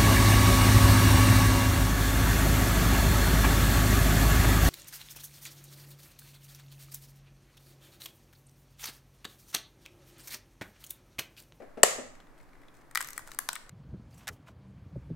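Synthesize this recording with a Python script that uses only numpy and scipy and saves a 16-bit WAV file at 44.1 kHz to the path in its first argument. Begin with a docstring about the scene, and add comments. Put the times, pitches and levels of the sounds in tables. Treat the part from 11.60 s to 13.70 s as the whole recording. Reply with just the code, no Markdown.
"""A cooked crab leg is broken by hand close to a microphone in a live dining room.
Dull knocks, filtered noise bumps, come before and just after one loud snap: damped shell modes, a noise tear
and the pop of the hollow leg, loud enough to overload the recorder. A second later the fingers pry it open:
dry cracks of click, splinter noise and short ring, with tiny ticks and fibre crackle.
Echoes and a diffuse noise tail make the room, over quiet room tone of coloured noise."""
import sys
import numpy as np
from scipy import signal
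from scipy.fft import rfft, irfft, next_fast_len
from scipy.io import wavfile

SR = 44100
rng = np.random.default_rng(int(sys.argv[2]) if len(sys.argv) > 2 else 0)


def output_pcm(signal):
    """Save a mono or channel-first signal as 16-bit PCM at the path in sys.argv[1].

    Samples are clipped to [-1, 1] before scaling.
    """
    pcm = np.clip(np.atleast_2d(signal).T, -1, 1) * 32767
    wavfile.write(sys.argv[1], SR, np.round(pcm).astype(np.int16))


N = 92610  # samples, 2.1 s

TILT_PIVOT_HZ, RESONANCE_OCTAVES = 7500, 0.23
EVENT_WINDOW_S = 0.004  # length over which crack and tick levels count
SPLINTER_ATTACK_S, SPLINTER_T60_S = 0.0001, 0.013  # shared by splinters and fibres


def amp(db):
    """Decibels to linear amplitude."""
    return 10 ** (np.asarray(db) / 20)


def unit(x):
    """Scale x to an RMS of one."""
    return x / np.sqrt(np.mean(x ** 2) + 1e-20)


def along(points, hz):
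    """Read a curve of (frequency, value) points along a log frequency axis."""
    point_hz, value = np.transpose(points)
    return np.interp(np.log(hz + 1), np.log(point_hz + 1), value)


def coloured(x, points, tilt_db=0, peak_hz=1000, peak_db=0):
    """Causal filter: a drawn spectrum, a treble tilt in dB per octave and one resonance."""
    m = 2 * next_fast_len(x.shape[-1] // 2 + 2048)
    hz = np.fft.rfftfreq(m, 1 / SR)
    tilt = tilt_db * np.log2(np.maximum(hz, 3000) / TILT_PIVOT_HZ)  # flat below 3 kHz
    octaves_off = np.log2((hz + 1) / peak_hz)
    resonance = peak_db / (1 + (octaves_off / RESONANCE_OCTAVES) ** 2)
    db = along(points, hz) + tilt + resonance
    # fold the cepstrum forward in time: minimum phase, so no pre-ringing
    cepstrum = irfft(np.log(amp(db)), m)
    cepstrum[1:m // 2] *= 2
    cepstrum[m // 2 + 1:] = 0
    response = np.exp(rfft(cepstrum))
    return irfft(rfft(x, m) * response, m)[..., :x.shape[-1]]


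def clock():
    """The time axis of one short event, 0.2 s long."""
    return np.arange(SR // 5) / SR


def envelope(attack, t60, hold=0):
    """Exponential rise, hold, then a decay of 60 dB in t60 seconds."""
    t = clock()
    rise = 1 - np.exp(-t / attack)
    decay = np.exp(-np.log(1000) * np.maximum(t - hold, 0) / t60)
    return rise * decay


def ring(modes, attack):
    """Damped modes (f/Hz, level/dB, T60/s) set off together, neighbours in opposite directions."""
    out = np.zeros(len(clock()))
    for k, (hz, db, t60) in enumerate(modes):
        swing = np.cos(2 * np.pi * hz * clock())
        out += (-1) ** k * amp(db) * envelope(attack, t60) * swing
    return out


def burst(points, attack, t60, hold=0, **colour):
    """A short rush of noise under an envelope, then coloured."""
    shape = envelope(attack, t60, hold)
    return coloured(shape * rng.standard_normal(len(shape)), points, **colour)


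def sized(x, db, seconds=EVENT_WINDOW_S):
    """Give x the energy of a sound of that RMS level and length."""
    return amp(db) * x * np.sqrt(seconds * SR / np.sum(x ** 2))


def add(track, s, x):
    """Lay x into the track at s seconds."""
    i = max(round(s * SR), 0)
    track[i:i + len(x)] += x[:N - i]


AIR_DB, AIR_SIDE_DB = -55.5, -7  # overall scaling; side level relative to the middle
# spectrum of the room tone; columns: f/Hz, level/dB
AIR_SPECTRUM = [(20, -1), (35, -18.5), (90, -20), (150, -17), (200, -23.5), (300, -17), (400, -23),
                (600, -23), (1300, -25.5), (2000, -30), (3000, -41.5), (6000, -45.5), (13500, -49.5),
                (16000, -54)]


def air():
    """Quiet, steady room tone: shared noise in the middle, weaker independent noise at the sides."""
    mid, side = unit(coloured(rng.standard_normal((2, N)), AIR_SPECTRUM))
    side = amp(AIR_SIDE_DB) * side
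    return amp(AIR_DB) * np.array([mid + side, mid - side])


KNOCK_ATTACK_S, KNOCK_T60_S = 0.0022, 0.11
# dull knocks at the table; columns: t/s, level/dB over 25 ms
KNOCK_EVENTS = [(0.0, -49), (.019, -49.5), (.171, -42), (.382, -41)]
# boxy spectrum of the table; columns: f/Hz, level/dB
TABLE_SPECTRUM = [(100, -22), (180, -13), (250, -0.5), (340, -8), (450, -4.5), (580, 0), (740, -5.5),
                  (950, -18.5), (1300, -20), (1750, -17.5), (4000, -37), (9000, -43.5), (14000, -56.5)]


def knocks():
    """Soft, boxy bumps at the table: decaying noise with its weight in the low mids."""
    out = np.zeros(N)
    for s, db in KNOCK_EVENTS:
        bump = burst(TABLE_SPECTRUM, KNOCK_ATTACK_S, KNOCK_T60_S)
        add(out, s, sized(bump, db, seconds=0.025))
    return out


SPLIT_S, BREAK_S = 0.2320, 0.2340  # the shell starts to split; the leg gives way
SPLIT_ATTACK_S, BREAK_ATTACK_S = 0.00086, 0.00045
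TEAR_DB, TEAR_S, TEAR_T60_S = -13, 0.0031, 0.012  # fracture noise: level, running time, decay
# modes of the splitting shell; columns: f/Hz, level/dB, T60/s
SHELL_MODES = [(1843, -11, 0.02), (2940, -8.5, 0.02), (4534, -16.5, 0.024), (5110, -20, .022),
               (6560, -19.5, 0.018), (7260, -6, 0.015), (7530, 6, 0.01), (8130, -8, .018),
               (8780, -16, 0.024), (10030, -18, .014), (12170, -17, 0.011)]
# spectrum of the fracture noise; columns: f/Hz, level/dB
TEAR_SPECTRUM = [(100, -16.5), (300, -7.5), (600, 0.5), (850, -4), (1200, 2), (2200, -2.5), (3500, -3.5),
                 (6000, -2.5), (8000, 1), (10000, -2.5), (13000, -4), (16000, -10.5)]
# modes of the hollow leg in the cupped hands, before the bass cut; columns: f/Hz, level/dB, T60/s
HOLLOW_MODES = [(218, -21.5, .018), (430, -14.5, 0.03), (585, -7.5, .02), (719.6, -10.5, 0.021),
                (1093, -15, .016), (1246, -15.5, .013)]
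# bass cut that keeps the low thud out of the pop; columns: f/Hz, level/dB
POP_BASS_CUT = [(30, -14), (120, -5), (350, 2), (16000, 0)]


def snap():
    """A fracture runs along the shell, which shrieks; then the hollow leg pops apart."""
    out = np.zeros(N)
    tear = burst(TEAR_SPECTRUM, SPLIT_ATTACK_S, TEAR_T60_S, TEAR_S)
    pop = coloured(ring(HOLLOW_MODES, BREAK_ATTACK_S), POP_BASS_CUT)
    add(out, SPLIT_S, ring(SHELL_MODES, SPLIT_ATTACK_S))
    add(out, SPLIT_S, sized(tear, TEAR_DB))
    add(out, BREAK_S, pop)
    return out


SPREAD_DB, SPREAD_S = -15, 0.2335
# the snap as it spreads in all directions, its modes smeared; columns: f/Hz, level/dB
SPREAD_SPECTRUM = [(100, -12), (300, -5.5), (450, 6), (650, 10.5), (900, -2), (1150, 6.5), (1500, -3.5),
                   (1900, 4), (2600, -3.5), (4000, -6.5), (6000, -2), (7400, 7), (9500, -6.5), (13000, -9),
                   (16000, -22.5)]


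def snap_spread():
    """The snap's sound towards the walls: one impulse coloured by the smeared modes."""
    out = np.zeros(N)
    pulse = coloured(signal.unit_impulse(len(clock())), SPREAD_SPECTRUM)
    add(out, SPREAD_S, sized(pulse, SPREAD_DB))
    return out


TICK_ATTACK_S, TICK_T60_S, TICK_RESONANCE_DB = 0.00073, 0.025, 10.5
FIBRES_PER_S, FIBRE_SPREAD_DB = 600, 3  # mean rate; random spread of strength
# faint ticks of shell and fingers; columns: t/s, level/dB over 4 ms, resonance f/Hz
TICK_EVENTS = [(0.552, -56.5, 7040), (0.6019, -54, 3270), (.6693, -61, 1100), (0.778, -62.5, 8070),
               (0.8016, -59, 2000), (.89, -66, 4600), (0.9318, -59.5, 2200), (0.9518, -60, 1800),
               (1.016, -61, 13000), (1.0331, -59.5, 1980), (1.0824, -57, 3600), (1.218, -61.5, 1082),
               (2.063, -60.5, 9740)]
# tick spectrum before its resonance; columns: f/Hz, level/dB
TICK_SPECTRUM = [(300, -5), (2000, 5.5), (5000, -9.5), (9000, -12.5), (16000, -23)]
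# fibres tearing under the fingers; columns: start t/s, end t/s, level/dB
FIBRE_PULLS = [(0.783, 0.842, -71.5), (1.138, 1.22, -69.5), (1.398, 1.611, -60.5), (1.659, 1.753, -59.5)]
# spectrum of the fibre crackle; columns: f/Hz, level/dB
FIBRE_SPECTRUM = [(300, -9), (1500, 4.5), (4000, -3.5), (8000, 0.5), (11000, -7), (16000, -8)]


def fingers():
    """Faint resonant ticks of handling, and fibres tearing as a crackle of randomly timed noise grains."""
    out = np.zeros(N)
    for s, db, hz in TICK_EVENTS:
        tick = burst(TICK_SPECTRUM, TICK_ATTACK_S, TICK_T60_S, peak_hz=hz, peak_db=TICK_RESONANCE_DB)
        add(out, s, sized(tick, db))
    grain = envelope(SPLINTER_ATTACK_S, SPLINTER_T60_S)
    for start, end, db in FIBRE_PULLS:
        size = max(int((end - start) * SR), 1)
        chance = rng.random(N)[:size]
        strength = rng.standard_normal(N)[:size]
        grit = rng.standard_normal(N)[:size]
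        slips = (chance < FIBRES_PER_S / SR) * amp(FIBRE_SPREAD_DB * strength)
        crackle = grit * signal.fftconvolve(slips, grain)[:size]
        add(out, start, amp(db) * unit(coloured(crackle, FIBRE_SPECTRUM)))
    return out


PIECE_ATTACK_S, RESONANCE_DB = 0.00045, 8
FIRST_SLIP = 0.6  # size of the opening click against the rush that follows
# cracks while prying; columns: t/s, ring level/dB, ring f/Hz, splinter level/dB,
# splinter tilt in dB per octave, splinter resonance f/Hz (levels over 4 ms)
CRACK_EVENTS = [(1.3118, -55, 1660, -54.5, 1.5, 8300), (1.35, -38, 1637, -32.5, 2, 9000),
                (1.3555, -25, 1650, -28.5, 2.5, 4500), (1.374, -26, 1720, -27.5, 1, 2940),
                (1.4058, -34, 1370, -40.5, 1, 8400), (1.408, -39.5, 1530, -35.5, 2.5, 8500),
                (1.413, -37.5, 1670, -34, -1, 8670), (1.426, -46, 1400, -38.5, 3.5, 8300),
                (1.446, -45, 1530, -42.5, 2.5, 6100), (1.473, -61, 1460, -44, 4, 12000),
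                (1.487, -47, 1740, -40.5, 8, 5330), (1.5053, -50.5, 1760, -42.5, 7, 6040),
                (1.532, -53, 1500, -43.5, 5, 6000), (1.5783, -34.5, 1660, -34, 3, 8760),
                (1.5927, -44, 1300, -49.5, 6, 7170), (1.6749, -49.5, 1260, -48.5, 2, 8600),
                (1.69, -47.5, 1190, -63, -6, 8500), (1.7172, -48.5, 1480, -43.5, -1, 4700),
                (1.7468, -53.5, 1240, -49, 6, 8400), (1.7887, -31.5, 1456, -26, 3, 10600),
                (1.8888, -28.5, 1265, -27, 0, 4530), (1.931, -45, 1290, -35, 1.5, 8500),
                (1.9547, -45.5, 1597, -37.5, -1, 8820), (1.9566, -44.5, 1660, -48, 5.5, 8600),
                (1.962, -38.5, 1620, -44.5, -7, 4040), (2.0935, -53, 1794, -48.5, -2, 7620)]
# modes of the opened shell before scaling to the ring level; columns: ratio to ring f, level/dB, T60/s
PIECE_MODES = [(.5, -18, .011), (.76, 0.5, .014), (.95, -3, .009), (1.15, -1, 0.022), (1.4, -5, 0.011),
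               (1.9, -12, .008)]
# splinter spectrum before tilt and resonance; columns: f/Hz, level/dB
SPLINTER_SPECTRUM = [(150, -31), (600, -8), (900, -10), (1300, 0), (3000, 2), (4500, 0), (6000, 0),
                     (8000, 2), (11000, -4), (14000, -1.5), (16000, -11.5)]


def cracks():
    """Each crack is a sharp click, a bright splinter burst and a brief ring of the piece that breaks."""
    out = np.zeros(N)
    for s, ring_db, ring_hz, splinter_db, tilt_db, peak_hz in CRACK_EVENTS:
        modes = [(ring_hz * ratio, db, t60) for ratio, db, t60 in PIECE_MODES]
        add(out, s, sized(ring(modes, PIECE_ATTACK_S), ring_db))
        rush = envelope(SPLINTER_ATTACK_S, SPLINTER_T60_S) * rng.standard_normal(len(clock()))
        click = FIRST_SLIP * signal.unit_impulse(len(rush))
        fracture = rush / np.linalg.norm(rush) + click
        splinter = coloured(fracture, SPLINTER_SPECTRUM, tilt_db, peak_hz, RESONANCE_DB)
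        add(out, s, sized(splinter, splinter_db))
    return out


NEAR_PAN_DB = 2.26  # left raised and right lowered by this: hands a little to the left
NEAR_SPREAD_DB = -10.5  # the part that differs between the ports
# first wall echoes, one row a port (left, right); columns: delay t/s, level/dB
WALL_ECHOES = [(0.0123, -18), (0.0197, -28)]


def near(x):
    """Direct sound from the hands, scattered a little differently to each port, and the first wall echoes."""
    scatter = envelope(0.00018, 0.008) * rng.standard_normal(len(clock()))
    scatter = scatter / np.linalg.norm(scatter)
    side = amp(NEAR_SPREAD_DB) * signal.fftconvolve(x, scatter)[:N]
    out = np.array([x + side, x - side]) * amp([[NEAR_PAN_DB], [-NEAR_PAN_DB]])
    for port, (delay, db) in zip(out, WALL_ECHOES):
        add(port, delay, amp(db) * x)
    return out


ROOM_DELAY_S, ROOM_BUILD_S = 0.0044, 0.0022
# decay time of the dining room; columns: f/Hz, T60/s
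ROOM_DECAY = [(200, 0.71), (530, 0.46), (1400, 0.56), (3700, 0.5), (7500, 0.46), (14000, 0.29)]
# colour of the tail; columns: f/Hz, level/dB
ROOM_SPECTRUM = [(150, -6), (600, 1), (1500, -2), (4000, 0.5), (7500, -1), (14000, -0.5)]


def room(x):
    """Convolve with a diffuse noise tail, unrelated at the two ports, whose top treble dies first."""
    noise = rng.standard_normal((2, SR * 3 // 4))
    hz, t, bands = signal.stft(noise, SR, nperseg=256)
    decay = np.exp(-np.log(1000) * t / along(ROOM_DECAY, hz)[:, None])
    tail = signal.istft(bands * decay, SR, nperseg=256)[1]
    since_onset = np.maximum(np.arange(tail.shape[1]) / SR - ROOM_DELAY_S, 0)
    tail = tail * (1 - np.exp(-since_onset / ROOM_BUILD_S))
    tail = coloured(tail / np.linalg.norm(tail[0]), ROOM_SPECTRUM)
    return signal.fftconvolve(x[None], tail, axes=1)[:, :N]


ROOM_DB, KNOCK_ROOM_DB, SNAP_ROOM_DB = -10.5, -3, -20  # sends to the room: handling, knocks, direct snap


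def scene():
    """Shell sounds and knocks, heard directly and through the room, over the room tone."""
    big, small, bumps = snap(), cracks() + fingers(), knocks()
    # the cracks' room tail averages three independent draws of their noise
    crack_echo = (room(small) + room(cracks()) + room(cracks())) / np.sqrt(3)
    snap_echo = room(snap_spread() + amp(SNAP_ROOM_DB) * big)
    knock_echo = amp(KNOCK_ROOM_DB) * room(bumps)
    walls = snap_echo + amp(ROOM_DB) * crack_echo + knock_echo
    return air() + near(big + small + bumps) + walls


TOP_HZ = 16050  # middle of the 600 Hz wide roll-off


def record(dry):
    """The recorder overloads flat at full scale, then rolls off everything above its band limit."""
    overloaded = np.clip(dry, -1, 1)
    m = next_fast_len(N + SR // 2)
    hz = np.fft.rfftfreq(m, 1 / SR)
    band = np.clip((TOP_HZ - hz) / 600 + 0.5, 0, 1)
    return irfft(rfft(overloaded, m) * band, m)[:, :N]


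dry = scene()
out = record(dry)
output_pcm(out)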